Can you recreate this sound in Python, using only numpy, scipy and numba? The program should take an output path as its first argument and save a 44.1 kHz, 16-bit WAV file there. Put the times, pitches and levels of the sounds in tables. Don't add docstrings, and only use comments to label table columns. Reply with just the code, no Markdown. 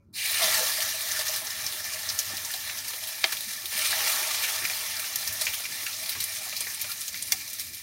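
import sys
import numpy as np
from scipy import signal
from scipy.fft import rfft, irfft, next_fast_len
from scipy.io import wavfile
from scipy.ndimage import uniform_filter1d
from numba import njit

SR = 44100
rng = np.random.default_rng(int(sys.argv[2]) if len(sys.argv) > 2 else 0)


def store_wav(level_fs):
    pcm = np.round(np.clip(np.atleast_2d(level_fs), -1, 1) * 32767)
    wavfile.write(sys.argv[1], SR, pcm.T.astype(np.int16))


def decibels_to_gain(level_db):
    exponent = np.asarray(level_db, float) / 20
    return 10 ** exponent


N = 344862
CLICK_S = 3.2405


def level(x, db):
    return x * decibels_to_gain(db) / np.sqrt(np.mean(x ** 2))


def shape_db(hz, points):
    f, db = np.transpose(points)
    return np.interp(np.log(hz + 1), np.log(f), db, left=-70)


def walk(rate):
    hold = int(SR / rate)
    w = np.repeat(rng.standard_normal(N // hold + 1), hold)
    w = uniform_filter1d(uniform_filter1d(w, hold), hold)[:N]
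    return w / w.std()


def band_filter(x, order, hz, kind):
    return signal.sosfilt(signal.butter(order, hz, kind, fs=SR, output="sos"), x)


@njit
def rings(start, hz, t60, size, length, swell):
    y = np.zeros(length)
    for k in range(len(start)):
        turn = np.exp(2j * np.pi * hz[k] / SR - np.log(1000) / (t60[k] * SR))
        z = size[k] + 0j
        gap, close = 1., np.exp(-1 / (swell * t60[k] * SR))
        for i in range(start[k], min(length, start[k] + int(t60[k] * SR))):
            gap *= close
            y[i] += z.imag * (1 - gap)
            z *= turn
    return y


def pan_gain(hz):
    # f/Hz, width/Hz, level/dB over the fizz colour
    pan_modes = [(493, 27, -1.5), (633.6, 40, 13), (790, 30, 8.5), (900, 55, 8.5), (1355, 38, 7),
                 (1778, 65, 4.5), (2373, 76, 7.5), (3990, 150, 2), (5200, 200, 1), (7790, 390, -5),
                 (8110, 190, 5.5), (9470, 180, 2)]
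    # f/Hz, width/Hz, level/dB
    niche = [(2570, 110, -2), (2760, 70, 2.5), (2880, 70, -1.5), (3200, 150, -1), (3400, 160, 1.5),
             (4760, 120, -1), (6250, 100, 1.5), (7940, 120, -3), (8400, 200, -1.5), (9150, 190, 1.5),
             (9800, 150, -1.5), (10300, 100, -3.5), (10500, 200, 1.5), (11000, 150, -3), (11350, 200, -1),
             (11950, 120, 2.5)]
    return decibels_to_gain(sum(db / (1 + (2 * (hz - f) / width) ** 2) for f, width, db in pan_modes + niche))


def remnant():
    # f/Hz, peak level/dB, t60/s
    old_tones = [(2250, -76, 0.17), (2420, -78, 0.16), (560, -68, 0.3), (1000, -74, 0.2)]
    hz, db, t60 = np.transpose(old_tones)
    return rings(np.zeros(len(hz), np.int64), hz, t60, decibels_to_gain(db), N, 0.02)


def fan():
    # f/Hz, level/dB per Hz
    fan_colour = [(15, -42), (25, -26), (87, 4.5), (134, -4), (188, -5), (249, -4), (353, -7.5),
                  (450, -14.5), (580, -35), (990, -120)]
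    # f/Hz, peak level/dB against the rumble
    hum_tones = [(100, -5.5), (185, -13.5)]
    # t/s, lift/dB
    gusts = [(0.06, 2), (0.35, 3), (0.54, 7), (0.7, 10), (1.27, 7), (1.55, -3), (1.63, 3), (2.07, 4),
             (2.15, 6), (2.33, 4), (2.55, -3), (2.67, 4), (2.75, -5), (3.0, 2), (3.15, -3), (3.55, -5),
             (3.72, 1), (4.35, 6), (4.68, 6), (4.85, -4), (5.05, -6), (5.31, 7.5), (5.47, 8), (5.85, -3),
             (6.2, 5), (6.35, 5), (6.45, -6), (6.6, 3), (6.75, -3), (6.86, 7), (7.05, -8), (7.14, 5),
             (7.5, -4), (7.68, 3), (7.77, -3)]
    fan_db, gust_s, gust_upper_share, gust_top_hz = -59.5, 0.057, 0.12, 130
    size = next_fast_len(N)
    hz = np.arange(size // 2 + 1) * SR / size
    tilt = decibels_to_gain(shape_db(hz, fan_colour)) / (1 + (hz / 520) ** 4)
    air = rfft(rng.standard_normal(N), size) * tilt
    deep = 1 / (1 + (hz / gust_top_hz) ** 6)
    waver = decibels_to_gain(2.3 * walk(16))
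    low = irfft(air * deep, size)[:N] * waver
    upper = irfft(air * (1 - deep), size)[:N] * waver
    spread = np.std(low + upper)
    t = np.arange(N) / SR
    hum = sum(decibels_to_gain(db + 3.0 * walk(18)) * np.sin(2 * np.pi * f * t) for f, db in hum_tones)
    gust_db = sum(db * np.exp(-((t - s) / gust_s) ** 2) for s, db in gusts)
    stirred = (low / spread + hum) * decibels_to_gain(gust_db)
    return decibels_to_gain(fan_db) * (stirred + upper / spread * decibels_to_gain(gust_upper_share * gust_db))


def slaps():
    # t/s, peak level/dB
    oil_slaps = [(0.406, -25.5), (1.009, -43), (1.188, -35), (1.467, -37), (2.319, -37), (2.539, -34),
                 (2.933, -34), (3.321, -31), (3.725, -36), (4.436, -33), (4.702, -36), (5.41, -36),
                 (5.466, -30), (5.598, -32.5), (6.151, -34), (6.463, -36), (6.526, -41), (6.606, -34),
                 (6.666, -36), (6.842, -35), (6.891, -39), (7.32, -34)]
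    t60, slap_db, low_hz, high_hz = 0.088, -8, 430, 1710
    out = np.zeros(N + 4096)
    t = np.arange(4096) / SR
    shape = decibels_to_gain(-60 * t / t60) * (1 - np.exp(-t / 0.0015))
    for s, db in oil_slaps:
        noise = band_filter(rng.standard_normal(4096), 2, [low_hz, high_hz], "bandpass")
        i = int(s * SR)
        out[i:i + 4096] += level(noise, db + slap_db) * shape
    return out[:N]


def glugs():
    # t/s, peak level/dB, f/Hz
    slow_bubbles = [(0.416, -25.5, 653), (0.469, -27.5, 635), (0.579, -31.5, 883), (0.605, -30, 513),
                    (0.782, -33.5, 624), (0.941, -36, 638), (1.187, -33, 620), (1.289, -35, 630),
                    (1.415, -37, 643), (1.942, -38.5, 630), (2.302, -40, 627), (2.329, -39.5, 790),
                    (2.539, -39, 760), (3.469, -44.5, 205), (3.927, -36, 675), (4.009, -36.5, 816),
                    (4.199, -38, 860), (4.703, -40, 754), (4.753, -43, 905), (5.411, -39, 630),
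                    (6.151, -42.5, 400), (6.153, -40, 1104), (6.461, -41.5, 790), (6.526, -42, 632),
                    (6.527, -42, 1270), (6.891, -37, 1384), (0.44, -40.5, 190), (6.161, -46.5, 260),
                    (2.33, -45, 327), (6.841, -44, 620), (7.322, -38, 770), (1.735, -50, 365),
                    (3.64, -47, 360), (4.21, -45, 360), (4.619, -43, 367), (5.83, -48, 350),
                    (0.58, -43, 188), (3.75, -45, 205), (0.86, -40, 634), (1.06, -41, 640),
                    (7.331, -48, 355)]
    s, peak_db, hz = np.transpose(slow_bubbles)
    t60 = 0.096 * decibels_to_gain(0.28 * (peak_db + 36))
    out = rings((s * SR).astype(np.int64), hz, t60, decibels_to_gain(peak_db + 4.0), N, 0.087)
    for _ in range(4):
        late, off = rng.standard_normal((2, len(s)))
        start = ((s + 0.012 * np.abs(late)) * SR).astype(np.int64)
        pitch = hz * np.exp(np.clip(0.24 * off, -0.12, 0.45))
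        out += rings(start, pitch, 0.5 * t60, decibels_to_gain(peak_db - 4.0), N, 0.07)
    return out


def knock():
    # f/Hz, peak level/dB, t60/s
    wall_tones = [(1850, -23.5, 0.029), (2140, -20, 0.04), (2380, -26, 0.059), (2770, -26, 0.04),
                  (3450, -18.5, 0.036), (4520, -16, 0.022)]
    knock_s = 7.3212
    hz, db, t60 = np.transpose(wall_tones)
    return rings(np.full(len(hz), int(knock_s * SR)), hz, t60, decibels_to_gain(db), N, 0.016)


def click():
    # f/Hz, level/dB, t60/s
    snap_tones = [(350, -27.5, 0.059), (657, -19.5, 0.062), (773, -17.5, .045), (950, -21.5, 0.036),
                  (1740, -16.5, .03), (2130, -9, 0.034), (2370, -12, 0.026), (3160, -11, 0.04),
                  (3670, -12, 0.026), (3880, -13, .03), (4300, -11, 0.024), (4600, -11, 0.031),
                  (5200, -17, 0.024)]
    click_db, tail_db, tail_s = -4, -22, 0.067
    edge_s, edge_hz, edge_db, edge_t60 = 3.24183, 3900.0, -5, 0.0012
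    hz, db, t60 = np.transpose(snap_tones)
    ring = rings(np.full(len(hz), int(CLICK_S * SR)), hz, t60, decibels_to_gain(db + click_db), N, 0.041)
    edge = rings(np.array([int(edge_s * SR)]), np.array([edge_hz]), np.array([edge_t60]),
                 np.array([decibels_to_gain(edge_db)]), N, 0.022)
    t = np.arange(N) / SR - CLICK_S
    wash = band_filter(rng.standard_normal(N), 3, [1300, 4900], "bandpass")
    shape = np.where(t < 0, np.exp(np.minimum(t, 0) / 0.0023), decibels_to_gain(-60 * np.abs(t) / tail_s))
    return ring + edge + level(wash, tail_db) * shape


def ticks():
    # t/s, peak level/dB, f/Hz
    cracks = [(0.275, -18, 6100), (0.383, -12, 4300), (0.5262, -6.5, 5600), (1.1199, -6, 6300),
              (1.1511, -14, 5200), (1.1932, -10, 6000), (1.2826, -15, 5700), (1.5909, -20, 5800),
              (1.6656, -23, 6200), (1.7061, -20.5, 4600), (1.8433, -16, 6600), (1.9359, -17.5, 5600),
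              (2.032, -16, 6300), (2.0903, -11.5, 5300), (2.1005, -16, 5200), (2.1904, -10, 6300),
              (2.315, -18, 5200), (2.4496, -16.5, 6300), (2.5392, -14, 4900), (2.5475, -19, 7000),
              (3.0859, -17, 10600), (3.2421, 2, 3600), (3.2415, -15, 11000), (7.3213, -5, 8000),
              (5.1575, -13, 5960), (6.0935, -17, 4500), (5.538, -17, 3500), (5.868, -18, 4500),
              (3.622, -21, 4200), (3.6297, -28, 5900), (4.1587, -14, 6200), (4.4405, -9.5, 3600),
              (5.4125, -10.5, 9500), (3.6572, -14, 4200), (0.4275, -9, 4500), (5.4205, -12, 9050),
              (5.338, -18, 11000), (4.653, -14, 4700), (4.658, -14, 4000), (4.996, -17, 5000),
              (7.144, -17, 4500), (4.6993, -13, 5500), (5.159, -8, 10500), (5.5888, -17, 5900),
              (5.7675, -20, 5300), (6.0612, -16, 4500), (6.1186, -18, 5100), (6.2048, -11, 6000),
              (6.2407, -8, 9300), (6.4958, -15, 6000), (6.5666, -14, 5200), (6.814, -11, 8400),
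              (7.0166, -15, 7000), (7.0333, -24, 8800), (7.0809, -15.5, 6300), (7.2251, -19, 8500),
              (7.5326, -20, 5900), (7.5426, -24, 7600), (7.5971, -15, 5700)]
    cycles, tick_db = 5.2, -2
    s, peak_db, hz = np.transpose(cracks)
    start = ((s - 0.37 / hz) * SR).astype(np.int64)
    out = rings(start, hz, cycles / hz, 2 * decibels_to_gain(peak_db + tick_db), N, 0.068)
    return band_filter(out, 3, 1700, "highpass")


def drops():
    # t/s, peak level/dB, bubble f/Hz
    big_drops = [(1.162, -13.5, 1760), (2.5048, -19.5, 1770), (2.695, -16, 2380), (3.324, -15, 1790),
                 (3.9284, -13, 1760), (4.0053, -33, 1910), (4.2851, -31, 1880), (4.4373, -9, 2470),
                 (4.487, -16, 2420), (4.651, -12, 2420), (4.698, -14.5, 2330), (4.9945, -17, 2380),
                 (5.0422, -16.5, 2570), (5.468, -6.5, 2570), (5.5363, -19, 2740), (5.653, -16, 2380),
                 (5.865, -13, 2380), (6.151, -18, 1810), (6.205, -24, 2400), (6.526, -19, 2400),
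                 (6.706, -24, 2380), (6.668, -17.5, 2010), (6.8425, -17.5, 2320), (7.143, -20, 1850)]
    # t/s, peak level/dB, bubble f/Hz, spray level/dB against the peak
    middle_drops = [(0.4315, -8, 4360, -30), (0.804, -14, 3500, -13), (1.0071, -20, 3920, -5),
                    (1.1133, -11, 5470, -16), (1.191, -17, 4200, -9), (1.2813, -11.5, 6100, -33),
                    (1.361, -16.5, 4530, -6), (1.469, -15.5, 5900, -29), (1.5035, -15, 5800, -19),
                    (1.6643, -12.5, 5200, -15), (1.724, -20, 3920, -8), (1.8425, -20, 5640, -10.5),
                    (1.9347, -19, 5200, -24), (2.0895, -10.5, 5200, -24), (2.0995, -10, 5130, -22),
                    (2.189, -6, 6100, -12.5), (2.368, -19, 4610, -7), (2.4488, -15, 6200, -10),
                    (2.5373, -15.5, 3860, -10), (2.603, -19, 5540, -30), (2.787, -18.5, 5800, -21),
                    (2.8808, -18, 6000, -7), (2.933, -18.5, 3570, -18), (3.038, -22, 3940, -7),
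                    (3.0718, -19.5, 3910, -5.5), (3.3227, -17.5, 4050, -6), (3.3687, -17.5, 3680, -11),
                    (3.4063, -21, 4200, -6), (3.6565, -15, 4200, -10),
                    (3.7448, -22, 3990, -21), (4.966, -19, 4700, -22), (5.1576, -16, 5760, -29),
                    (5.2752, -11, 5400, -11), (5.325, -23, 6740, -4), (5.4117, -13, 5370, -21),
                    (5.453, -14, 5810, -12.5), (5.929, -19, 4520, -19), (6.06, -19, 3900, -21),
                    (6.091, -15.5, 4120, -5), (6.118, -21, 4500, -9), (6.2028, -13.5, 4540, -6),
                    (6.5652, -13.5, 4900, -17), (6.7, -19, 5600, -26), (6.9161, -18.5, 4600, -6.5),
                    (7.0793, -15, 6600, -12), (7.1735, -21, 5400, -12), (7.4993, -25, 6740, -6),
                    (7.531, -24, 5550, -2), (7.5959, -18, 5340, -7)]
    # t/s, peak level/dB, bubble f/Hz
    fine_drops = [(2.5131, -19, 11300), (3.083, -18, 11700), (3.5143, -26.5, 8130), (4.899, -24, 8800),
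                  (5.1575, -9.5, 12000), (6.24, -13, 10500), (6.606, -10, 9100), (6.745, -15, 9450),
                  (6.815, -9.5, 12800), (6.8947, -20, 11900), (7.0086, -16, 10500), (7.128, -23.5, 8110),
                  (7.224, -11.5, 9200), (7.746, -20, 12000)]
    # tail t60/s, crack level/dB against the peak
    drop_kinds = [
        (0.079, -11),
        (0.076, -9),
        (0.056, -7.5),
    ]
    # peak level/dB, bubble f/Hz, spray level/dB, tail t60/s, crack level/dB
    largest_drop = (-2, 5900, -10, 0.05, -15)
    big_spray_db, fine_spray_db, largest_s = -27, -18, 7.3208
    big, middle, fine = drop_kinds
    rows = [(*row, big_spray_db, *big) for row in big_drops]
    rows += [(*row, *middle) for row in middle_drops]
    rows += [(*row, fine_spray_db, *fine) for row in fine_drops]
    rows += [(largest_s, *largest_drop)]
    return np.transpose(rows)


def spits():
    s, peak_db, hz, spray_db, t60, crack_db = drops()
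    out = rings((s * SR).astype(np.int64) + 40, hz, 10 / hz, 2 * decibels_to_gain(peak_db + crack_db), N, 0.04)
    t = np.arange(4096) / SR - 0.006
    f = np.arange(2049) * SR / 4096
    pan = pan_gain(f)
    for k in range(len(s)):
        noise = rfft(rng.standard_normal(4096))
        own_band = 1 / (1 + ((f - hz[k]) / (0.2 * hz[k])) ** 4)
        wide = (f > np.clip(0.55 * hz[k], 1400, 2800)) * (f < 7500)
        wide_share = 0.24 + 0.24 * np.abs(np.log2(hz[k] / 5000))
        splat = level(irfft(noise * (own_band + wide_share * wide) * pan), -15.5)
        splat = splat + level(irfft(noise * (f > 7800)), spray_db[k] - 4.5)
        fade = decibels_to_gain(-60 * t / np.clip(t60[k], 0.02, 0.2))
        shape = np.where(t < 0, np.exp(t / 0.0011), fade)
        lumps = 0.85 * uniform_filter1d(np.repeat(rng.standard_normal(32), 128), size=128)
        shape = shape * decibels_to_gain(1.7 * lumps)
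        i = int(s[k] * SR) - 220
        part = (splat * shape * decibels_to_gain(peak_db[k]))[:N - i]
        out[i:i + len(part)] += part
    return out


def bubbles(cycles, spread_db, count):
    when, pitch, luck, life = rng.random((count, 4)).T
    hz = 500 * 22 ** pitch
    size = decibels_to_gain(np.minimum(-spread_db * np.log(1 - luck), 12)) * hz / 5000
    return rings((when * N).astype(np.int64), hz, cycles * (0.38 + 1.5 * life) / hz, size, N, 0.024)


def spurts(tail_s, count):
    when, luck = rng.random((count, 2)).T
    kicks = np.zeros(N)
    kicks[(when * N).astype(int)] = 0.32 + luck
    lift = signal.lfilter([1], [1, -np.exp(-1 / (tail_s * SR))], kicks)
    lift = uniform_filter1d(lift, size=120)
    return np.minimum((lift - lift.mean()) / lift.std(), 2)


def surges():
    # t/s, lift/dB
    vents = [(0.436, -0.5), (0.541, 3.5), (0.821, 3.5), (0.983, -1), (1.116, 0), (1.203, 4.5),
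             (1.245, -5.5), (1.297, 0), (1.431, -4.5), (1.675, 1.5), (1.833, -3.8), (1.937, 2.5),
             (2.048, -0.5), (2.098, 1), (2.198, 5), (2.266, 0.5), (2.355, -1.5), (2.528, 2.5), (2.59, -2),
             (2.832, -3.5), (2.889, 4.5), (2.996, -3), (3.08, -3), (3.187, -1), (3.249, 0.5), (3.331, 4.5),
             (3.474, -3.5), (3.628, -3), (3.705, 0.5), (3.773, 1.5), (3.855, 6), (4.074, 3), (4.708, 2.5),
             (4.752, 2.5), (4.9, 1.5), (4.545, 3), (7.013, 2), (4.43, 3.5), (4.63, -1), (5.025, -1.5),
             (5.159, 0), (5.274, 2.5), (5.418, 7.5), (5.466, 0.5), (5.545, 4), (5.631, -1.5), (5.692, -6),
             (6.104, 3), (6.174, -2.0), (6.222, 4.5), (6.408, -5), (6.572, 1.5), (6.615, 0), (6.786, -4.5),
             (6.825, 1), (6.912, 3), (6.958, -2.2), (7.016, -1), (7.115, -6), (7.328, 10), (7.47, -1.5),
             (7.537, -1), (7.601, 7.5), (7.718, -5), (7.818, -4)]
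    slow_s, quick_s, share = 0.021, 0.012, 0.75
    s, db = np.transpose(vents)[:, :, None]
    t = np.arange(0, N + 64, 64) / SR
    span_s = np.where((t < s) == (db > 0), quick_s, slow_s)
    lift_db = (db * np.exp(-((t - s) / span_s) ** 2)).sum(axis=0)
    return share * np.interp(np.arange(N) / SR, t, lift_db)


def landing():
    # t/s, lasts/s, strength 0-1
    patties = [
        (0.136, 0.29, 1.01),
        (3.715, 0.25, 0.6),
    ]
    t = np.arange(N) / SR
    return sum(share * (t > s) * np.exp(-((t - s) / lasts_s) ** 4) for s, lasts_s, share in patties)


def sprays():
    # t/s, lasts/s, lift/dB
    mist = [(0.166, 0.018, 3), (0.24, 0.024, 2), (0.305, 0.016, 2), (0.425, .015, 1), (1.011, .014, 2.5),
            (1.119, .02, 2), (1.445, .02, 1), (2.505, .02, 1.5), (3.068, .03, 2), (3.77, 0.027, 4.5),
            (3.851, .035, 1), (4.084, .02, 2), (4.65, .02, 3), (4.725, 0.018, -1), (1.36, 0.028, 1),
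            (1.2, .03, 0.5), (4.905, .02, 1.5), (4.99, .015, 4), (5.265, 0.018, 3.5), (5.324, 0.02, 5.5),
            (5.411, 0.012, 3), (5.44, .025, 0), (5.528, .02, 3), (5.585, .02, 1), (5.75, .02, 2),
            (5.81, .02, 1), (6.091, 0.019, 4), (6.565, .02, 4.5), (6.605, .02, 2), (6.895, .02, 2),
            (7.068, .02, 2), (7.267, .02, 3)]
    edge_s = 0.002
    out = np.zeros(N)
    for s, lasts_s, db in mist:
        out[int(s * SR):int((s + lasts_s) * SR)] += db
    return uniform_filter1d(out, int(edge_s * SR))


def boil_levels():
    # t/s, boil level/dB, coarseness/dB
    boil = [(0.2, -35.5, 2.5), (0.26, -29.5, -5), (0.39, -29, -2.5), (0.45, -28, 2), (0.77, -31, -2),
            (0.95, -34.5, -2), (1.3, -34, 2), (1.45, -38, 2.5), (2.9, -39.5, 1.5), (3.69, -37.5, -4),
            (3.76, -32, -2), (3.92, -30.5, -2.5), (4.0, -31, 3.5), (4.2, -32, 3), (4.9, -37, 1.5),
            (6.6, -37.5, -3), (7.6, -40.5, -5.5), (7.82, -41.5, -7)]
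    # level/dB against the boil, share of boil change, share of coarseness,
    # suppressed level/dB, opening/s
    sizes = [
        (-12.5, 1.39, 1.06, -81, 0.055),
        (-3.5, 1.005, 0.54, -90, 0.021),
        (-0.62, 0.99, 0.24, -91, 0.012),
        (0.5, 0.95, 0.23, -90, .018),
    ]
    middle_db, gate_opens_s, gate_jump = -36, 0.128, 0.16
    stir_db, stir_s = 7.5, 0.11
    t = np.arange(N) / SR
    s, *columns = np.transpose(boil)
    boil_db, coarse_db = (np.interp(t, s, c) for c in columns)
    coarse_db = coarse_db + stir_db * (t > CLICK_S) * np.exp(-((t - CLICK_S) / stir_s) ** 4)
    out = []
    for k, (db, share, coarse, gated_db, opening_s) in enumerate(sizes):
        open_db = middle_db + db + share * (boil_db - middle_db) + coarse * coarse_db
        closed = np.exp(-np.maximum(t - gate_opens_s, 0) / opening_s)
        closed = closed * (1 - gate_jump * (t > gate_opens_s) * k)
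        out.append(open_db + (gated_db - open_db) * closed)
    return out


def fizz():
    # f/Hz, level/dB per Hz
    fizz_colour = [(180, -51), (300, -17), (565, -9.5), (634, -8), (1010, -8.5), (1120, -1), (1530, -6),
                   (1750, 2.5), (2320, 0), (2610, -2), (4020, -1), (6100, -0.5), (7690, -7), (13500, -5),
                   (16000, -7.5)]
    # f/Hz, lift/dB
    landing_colour = [(1000, -1), (1700, 0.5), (2400, 5), (2850, 6), (3400, -0.5), (4200, 3), (6000, -4.5),
                      (9600, 1.5), (11400, -4), (15000, -1)]
    flicker_span_s, patchy_db = 0.35, 3.5
    fill_db_per_s = 0.8
    landing_db, landing_s = 4, 0.43
    big_db, medium_db, small_db, spray_db = boil_levels()
    size = next_fast_len(N)
    hz = np.arange(size // 2 + 1) * SR / size
    source = level(rng.standard_normal(N), 0)
    source = source + level(bubbles(25.0, 2.44, count=40000), -7.0)
    source = source + level(bubbles(155, 3.5, count=5000), -13)
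    source = source + level(bubbles(3, 4.3, count=4000), -14.5)
    source = rfft(source, size) * decibels_to_gain(shape_db(hz, fizz_colour)) * pan_gain(hz)
    t = np.arange(N) / SR
    ring_shift_db = fill_db_per_s * (t - t.mean()) + landing_db * np.exp(-(t / landing_s) ** 4)
    place = 4 * np.log2(np.maximum(hz, 1) / 300)
    groups = np.zeros((4, N))
    surge = walk(12)
    puffs, high_puffs = (spurts(0.0065, count=260) for _ in range(2))
    vents_db, fresh, mist_db = surges(), landing(), sprays()
    for k in range(24):
        if k % 4 == 0:
            near = walk(11) + 0.71 * spurts(0.0045, count=200)
        share = np.clip(1 - np.abs(place - k), 0, 1)
        flicker_db = 0.074 * surge + 0.49 * near + (3.1 - 0.094 * k) * walk(18)
        flicker_db += 0.97 * puffs + 0.5 * high_puffs * (k > 16)
        flicker_db -= uniform_filter1d(flicker_db, int(flicker_span_s * SR))
        flicker_db += min(k / 12, 1) * vents_db
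        flicker_db += fresh * shape_db(300 * 2 ** (k / 4), landing_colour) * (k > 6)
        flicker_db += np.clip((k - 17) / 4, 0, 1) * mist_db
        if k in (4, 5):
            flicker_db += patchy_db * np.minimum(walk(9), 0)
        if k in (10, 12):
            flicker_db += (k - 11) * ring_shift_db
        if k in (13, 14):
            flicker_db += 0.11 * (medium_db + 47.0)
        group = (k > 9) + (k > 14) + (k > 18)
        groups[group] += irfft(source * share, size)[:N] * decibels_to_gain(flicker_db)
    big, medium, small, spray = (level(g, 0) for g in groups)
    return decibels_to_gain(big_db) * big + decibels_to_gain(medium_db) * medium + decibels_to_gain(small_db) * small + decibels_to_gain(spray_db) * spray


def scene():
    background = remnant() + fan()
    oil = slaps() + glugs()
    snap = band_filter(click(), 3, [280, 9000], "bandpass")
    bursts = band_filter(spits() + knock(), 4, 500, "highpass")
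    return np.tile(background + oil + snap + ticks() + bursts + fizz(), (2, 1))


def roll_off(x):
    return signal.sosfilt(signal.butter(12, 16970, fs=SR, output="sos"), x)


def record(dry):
    top_hz = 15780
    soft = 1.5 * np.tanh(dry / 1.5)
    soft = soft - uniform_filter1d(soft - dry, size=96)
    mix = signal.sosfilt(signal.ellip(10, 0.2, 80, top_hz, fs=SR, output="sos"), soft)
    return roll_off(mix)


dry = scene()
out = record(dry)
store_wav(out)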